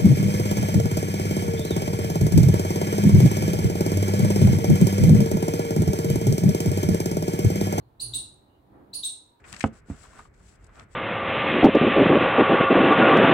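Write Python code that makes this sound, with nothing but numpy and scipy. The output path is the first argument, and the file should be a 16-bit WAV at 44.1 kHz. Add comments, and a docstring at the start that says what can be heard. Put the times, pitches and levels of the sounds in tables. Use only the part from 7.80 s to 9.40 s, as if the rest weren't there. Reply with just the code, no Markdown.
"""Two double chirps ring out from a small bird in a hard-walled room, heard at a hand-held microphone.
Each note is one whistle that starts at 3 to 4 kHz, leaps about an octave in a few milliseconds
and levels off; the walls smear it into two ringing bands. Underneath lie quiet room noise,
handling rumble at the microphone, soft shuffling and a brief low hum. Faintest are the fading ring
of an earlier chirp, then a far bird and a distant tone."""
import sys
import numpy as np
from scipy import signal
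from scipy.fft import rfft, irfft
from scipy.io import wavfile
from scipy.ndimage import uniform_filter1d

SR = 44100
rng = np.random.default_rng(int(sys.argv[2]) if len(sys.argv) > 2 else 0)


def wav_out(sig):
    """Save sig, one row per channel (or a flat mono array), as 16-bit PCM at SR to the path in sys.argv[1]."""
    wavfile.write(sys.argv[1], SR, np.round(np.clip(np.atleast_2d(sig).T, -1, 1) * 32767).astype(np.int16))


N = 70560

# moments within one note (time [s])
NOTE_MOMENTS = [0, .004, .0063, .0104, .0118, .014, .018, .0215, .0265, .031]
# a call's high first note and lower second note at those moments (pitch [Hz], relative level [dB])
HIGH_NOTE = [(3900, -18.5), (4020, -7), (4070, 1), (4555, 1.5), (5190, -18.5), (7300, -14.5), (9000, -7.5),
             (9536, -2.5), (10000, 3.5), (9650, -11)]
LOW_NOTE = [(3135, -21), (3404, -12), (3723, 2.5), (4140, 3.5), (4906, -16.5), (7500, -4.5), (8300, -5),
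            (8694, 0.5), (8733, 5), (8650, -19.5)]
# the notes sung (start [s], kind, pitch before the leap [ratio], pitch after it [ratio], gain [dB])
SONG = [(0.1957, "first", 1.003, 0.97, -33.5), (0.3306, "second", 1.015, 1.011, -31.5),
        (1.1297, "first", .996, .995, -34.5), (1.2284, "second", .985, .981, -31.5)]
# colour of the broad rasping hiss heard in each note (frequency [Hz], relative level [dB])
RASP_COLOUR = [(1500, -52), (2200, -31.5), (2450, -11), (2800, 2.5), (3150, -5), (3500, 4.5), (4600, -1),
               (5300, 2.5), (7500, 1), (9900, 2.5), (10700, -18.5), (12000, 0.5), (15500, -1.5)]
# the bird's balance at the microphone (frequency [Hz], left minus right [dB])
BIRD_BALANCE = [(2400, -.5), (4300, 1.5), (8500, -3), (10000, -9), (14000, 2.5)]
# ring of the hard walls (frequency [Hz], time to fall 60 dB [s])
ROOM_DECAY = [(2500, .42), (4000, 0.38), (6500, 0.39), (9000, 0.3), (15000, 0.23)]
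# start of the room's longer tail (frequency [Hz], level against the main ring [dB])
LATE_TAIL = [(2500, -26.5), (4000, -24), (6000, -33.5), (9000, -42.5)]
# handling rumble and shuffling: colours (frequency [Hz], relative level [dB])
RUMBLE_COLOUR = [(20, -27.5), (38, -14.5), (56, 3.5), (85, 2), (135, 2), (170, -27.5), (400, -35.5),
                 (1500, -69)]
SHUFFLE_COLOUR = [(60, -28), (165, -6), (200, 3), (228, -10), (260, -1), (315, 2), (480, -10.5), (620, -11),
                  (800, -10.5), (1200, -17.5), (1700, -23.5), (2500, -36), (6000, -67.5)]
# their swells (time [s], level [dB])
RUMBLE_SWELLS = [(0, -54.5), (.16, -62), (.32, -49.5), (.48, -58), (.65, -66.5), (1.0, -61.5), (1.16, -63),
                 (1.33, -67), (1.42, -79)]
SHUFFLE_SWELLS = [(0, -57.5), (.1, -79.5), (0.252, -57.5), (.38, -54), (0.599, -68.5), (.86, -71),
                  (.945, -52), (1.015, -52.5), (1.07, -57.5), (1.169, -59), (1.401, -72.5)]
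# colour of the room noise (frequency [Hz], relative level [dB])
ROOM_TONE_COLOUR = [(20, -17), (45, -5), (60, -8.5), (100, 0), (170, -7), (310, -2), (550, -8), (900, -6.5),
                    (1300, -17), (2100, -26), (3000, -29), (4000, -27.5), (5500, -40.5), (15500, -33.5)]
# slow drift of its low part (time [s], gain [dB])
ROOM_TONE_DRIFT = [(0, -63), (0.748, -62), (1.248, -61.5), (1.552, -67)]
# likeness of the noises in the two channels (frequency [Hz], correlation [-1 to 1])
NOISE_LIKENESS = [(50, .93), (130, .94), (300, 0.74), (600, 0.1), (1200, -0.2), (4000, 0.16), (15000, 0)]
# their balance at the microphone (frequency [Hz], left minus right [dB])
NOISE_BALANCE = [(40, -9), (110, 0.5), (300, -3.5), (700, -1.1), (15000, -1.5)]
# the fading ring of an earlier chirp, a far bird and a distant tone
# (middle [s], half length [s], pitch [Hz], width [Hz], level [dB])
FAINT_TONES = [(.01, 0.066, 4180, 237.6, -80), (0.74, 0.047, 2908, 117.7, -77.5),
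               (1.559, 0.049, 943, 38.65, -71.5)]


def bird():
    """The bird in the room: two calls, each a high note and then a lower, louder one."""
    out = np.zeros(N)
    for start, kind, low_ratio, top_ratio, gain_db in SONG:
        contour = HIGH_NOTE if kind == "first" else LOW_NOTE
        add(out, start, amp(gain_db) * whistle(contour, low_ratio, top_ratio))
    return out


def whistle(contour, low_ratio, top_ratio, leap_s=.012, octave_db=-16, rasp_db=-13.5):
    """One leaping note with a weak octave; at the break it flutters and a rasping hiss is heard."""
    rasp_from_s, rasp_rise_s, rasp_fall_s = .0037, .006, .013
    hz, db = np.transpose(contour)
    t = np.arange(0, NOTE_MOMENTS[-1], 1 / SR)
    jitter, flutter, air = rng.standard_normal((3, 4096))[:, :len(t)]
    pitch = np.where(t < leap_s, low_ratio, top_ratio) * np.interp(t, NOTE_MOMENTS, hz)
    pitch *= 1 + .009 * wobble(jitter, rate_hz=1200)
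    phase = 2 * np.pi * np.cumsum(pitch) / SR
    tone = np.sin(phase) + amp(octave_db) * np.sin(2 * phase)
    tone *= amp(np.interp(t, NOTE_MOMENTS, db))
    since = t - rasp_from_s
    rough = np.clip(since / rasp_rise_s, 0, 1)
    rough *= np.exp(-(np.maximum(since - rasp_rise_s, 0) / rasp_fall_s) ** 2)
    tone *= 1 + .16 * rough * wobble(flutter, rate_hz=618)
    rasp = amp(rasp_db) * unit(colour(air, RASP_COLOUR)) * rough
    fades = np.clip(np.minimum(t, t[-1] - t) / .002, 0, 1)  # 2 ms at each end
    return fades * (tone + rasp)


def reflections(direct, late_stretch=2.24, build_s=.005, likeness=.058):
    """The hard walls return dense echoes that die band by band, with a faint longer tail."""
    a, b = rng.standard_normal((2, SR))
    hz, t, bands = signal.stft(stereo(a, b, likeness), SR, nperseg=256)
    fall_db = -60 * t / read(ROOM_DECAY, hz)[:, None]
    late_db = read(LATE_TAIL, hz)[:, None] + fall_db / late_stretch
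    bands *= np.hypot(amp(fall_db), amp(late_db))
    tail = signal.istft(bands, SR, nperseg=256)[1][:, :SR]
    tail *= np.minimum(np.arange(SR) / SR / build_s, 1)
    return signal.fftconvolve(direct[None], tail / np.linalg.norm(tail[0]), axes=1)[:, :N]


def hum(hz=58.6, start_s=.207, length_s=.198, rise_s=.055, fall_s=.045):
    """A low tone and its stronger octave swell and stop under the first call."""
    t = np.arange(N) / SR - start_s
    swell = np.clip(np.minimum(t / rise_s, (length_s - t) / fall_s), 0, 1)
    phase = 2 * np.pi * hz * t
    return np.sqrt(2) * swell * (amp(-52.5) * np.sin(phase) + amp(-46.5) * np.sin(2 * phase))


def handling():
    """Right at the microphone, the hand that holds it makes an uneven rumble."""
    return diffuse(RUMBLE_COLOUR) * amp(curve(RUMBLE_SWELLS))


def shuffling():
    """Soft shuffling in the room: dull noise that comes and goes."""
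    return diffuse(SHUFFLE_COLOUR) * amp(curve(SHUFFLE_SWELLS))


def room_tone(split_hz=900, treble_follows=.38):
    """Quiet noise all around the microphone: the low part drifts in level, the hiss less so."""
    noise = diffuse(ROOM_TONE_COLOUR)
    low = signal.sosfiltfilt(signal.butter(2, split_hz, fs=SR, output="sos"), noise)
    low_db = curve(ROOM_TONE_DRIFT)
    hiss_db = low_db.mean() + treble_follows * (low_db - low_db.mean())
    return low * amp(low_db) + (noise - low) * amp(hiss_db)


def faint_tones():
    """An earlier chirp's fading ring, a far bird and a distant tone, each a narrow band of noise."""
    t, f = np.arange(N) / SR, np.fft.rfftfreq(N, 1 / SR)
    out = np.zeros((2, N))
    for middle, half, hz, width, db in FAINT_TONES:
        peak = np.exp(-.5 * ((f - hz) / width) ** 2)
        band = irfft(rfft(rng.standard_normal((2, N))) * peak, N)
        swell = np.exp(-.5 * ((t - middle) / half) ** 4)
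        out += amp(db) * unit(band) * swell
    return out


def diffuse(points):
    """Coloured noise as it reaches the stereo microphone, nearly mono in the bass."""
    a, b = rfft(rng.standard_normal((2, N)))
    likeness = read(NOISE_LIKENESS, np.fft.rfftfreq(N, 1 / SR))
    pair = irfft(stereo(a, b, likeness), N)
    return unit(place(colour(pair, points), NOISE_BALANCE))


def stereo(a, b, likeness):
    """Blends two independent noises into a pair with the given correlation."""
    return np.array([a, likeness * a + np.sqrt(1 - likeness ** 2) * b])


def place(pair, balance):
    """Tilts a stereo pair left or right, band by band."""
    lean_db = read(balance, np.fft.rfftfreq(N, 1 / SR)) / 2
    return irfft(rfft(pair) * amp([lean_db, -lean_db]), N)


def colour(x, points):
    """Filters by a table of dB over frequency."""
    size = x.shape[-1]
    return irfft(rfft(x) * amp(read(points, np.fft.rfftfreq(size, 1 / SR))), size)


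def wobble(noise, rate_hz):
    """Smooths noise into a tremble lying mostly below rate_hz."""
    return unit(uniform_filter1d(noise, int(SR / rate_hz)))


def read(points, hz):
    """Reads a table on a log-frequency axis."""
    f, value = np.transpose(points)
    return np.interp(np.log(hz + 1), np.log(f + 1), value)


def curve(points):
    """Reads a table over time, at every sample."""
    return np.interp(np.arange(N) / SR, *np.transpose(points))


def add(mix, start_s, sound):
    """Mixes a sound in at start_s."""
    part = mix[round(start_s * SR):][:len(sound)]
    part += sound[:len(part)]


def amp(db):
    """Decibels to gain."""
    return 10 ** (np.asarray(db) / 20)


def unit(x):
    """Scales to an rms of 1."""
    return x / np.sqrt(np.mean(x ** 2) + 1e-20)


def scene(reflections_db=8):
    """At the microphone: the bird, more echo than direct sound, over the room's low noises."""
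    direct = bird()
    chirps = place(direct + amp(reflections_db) * reflections(direct), BIRD_BALANCE)
    return chirps + room_tone() + hum() + handling() + shuffling() + faint_tones()


def record(dry, edge_hz=15850):
    """The recorder's band limit cuts the highest treble."""
    lowpass = signal.firwin(511, edge_hz, window=("kaiser", 9), fs=SR)
    return signal.oaconvolve(dry, lowpass[None], "same")


dry = scene()
out = record(dry)
wav_out(out)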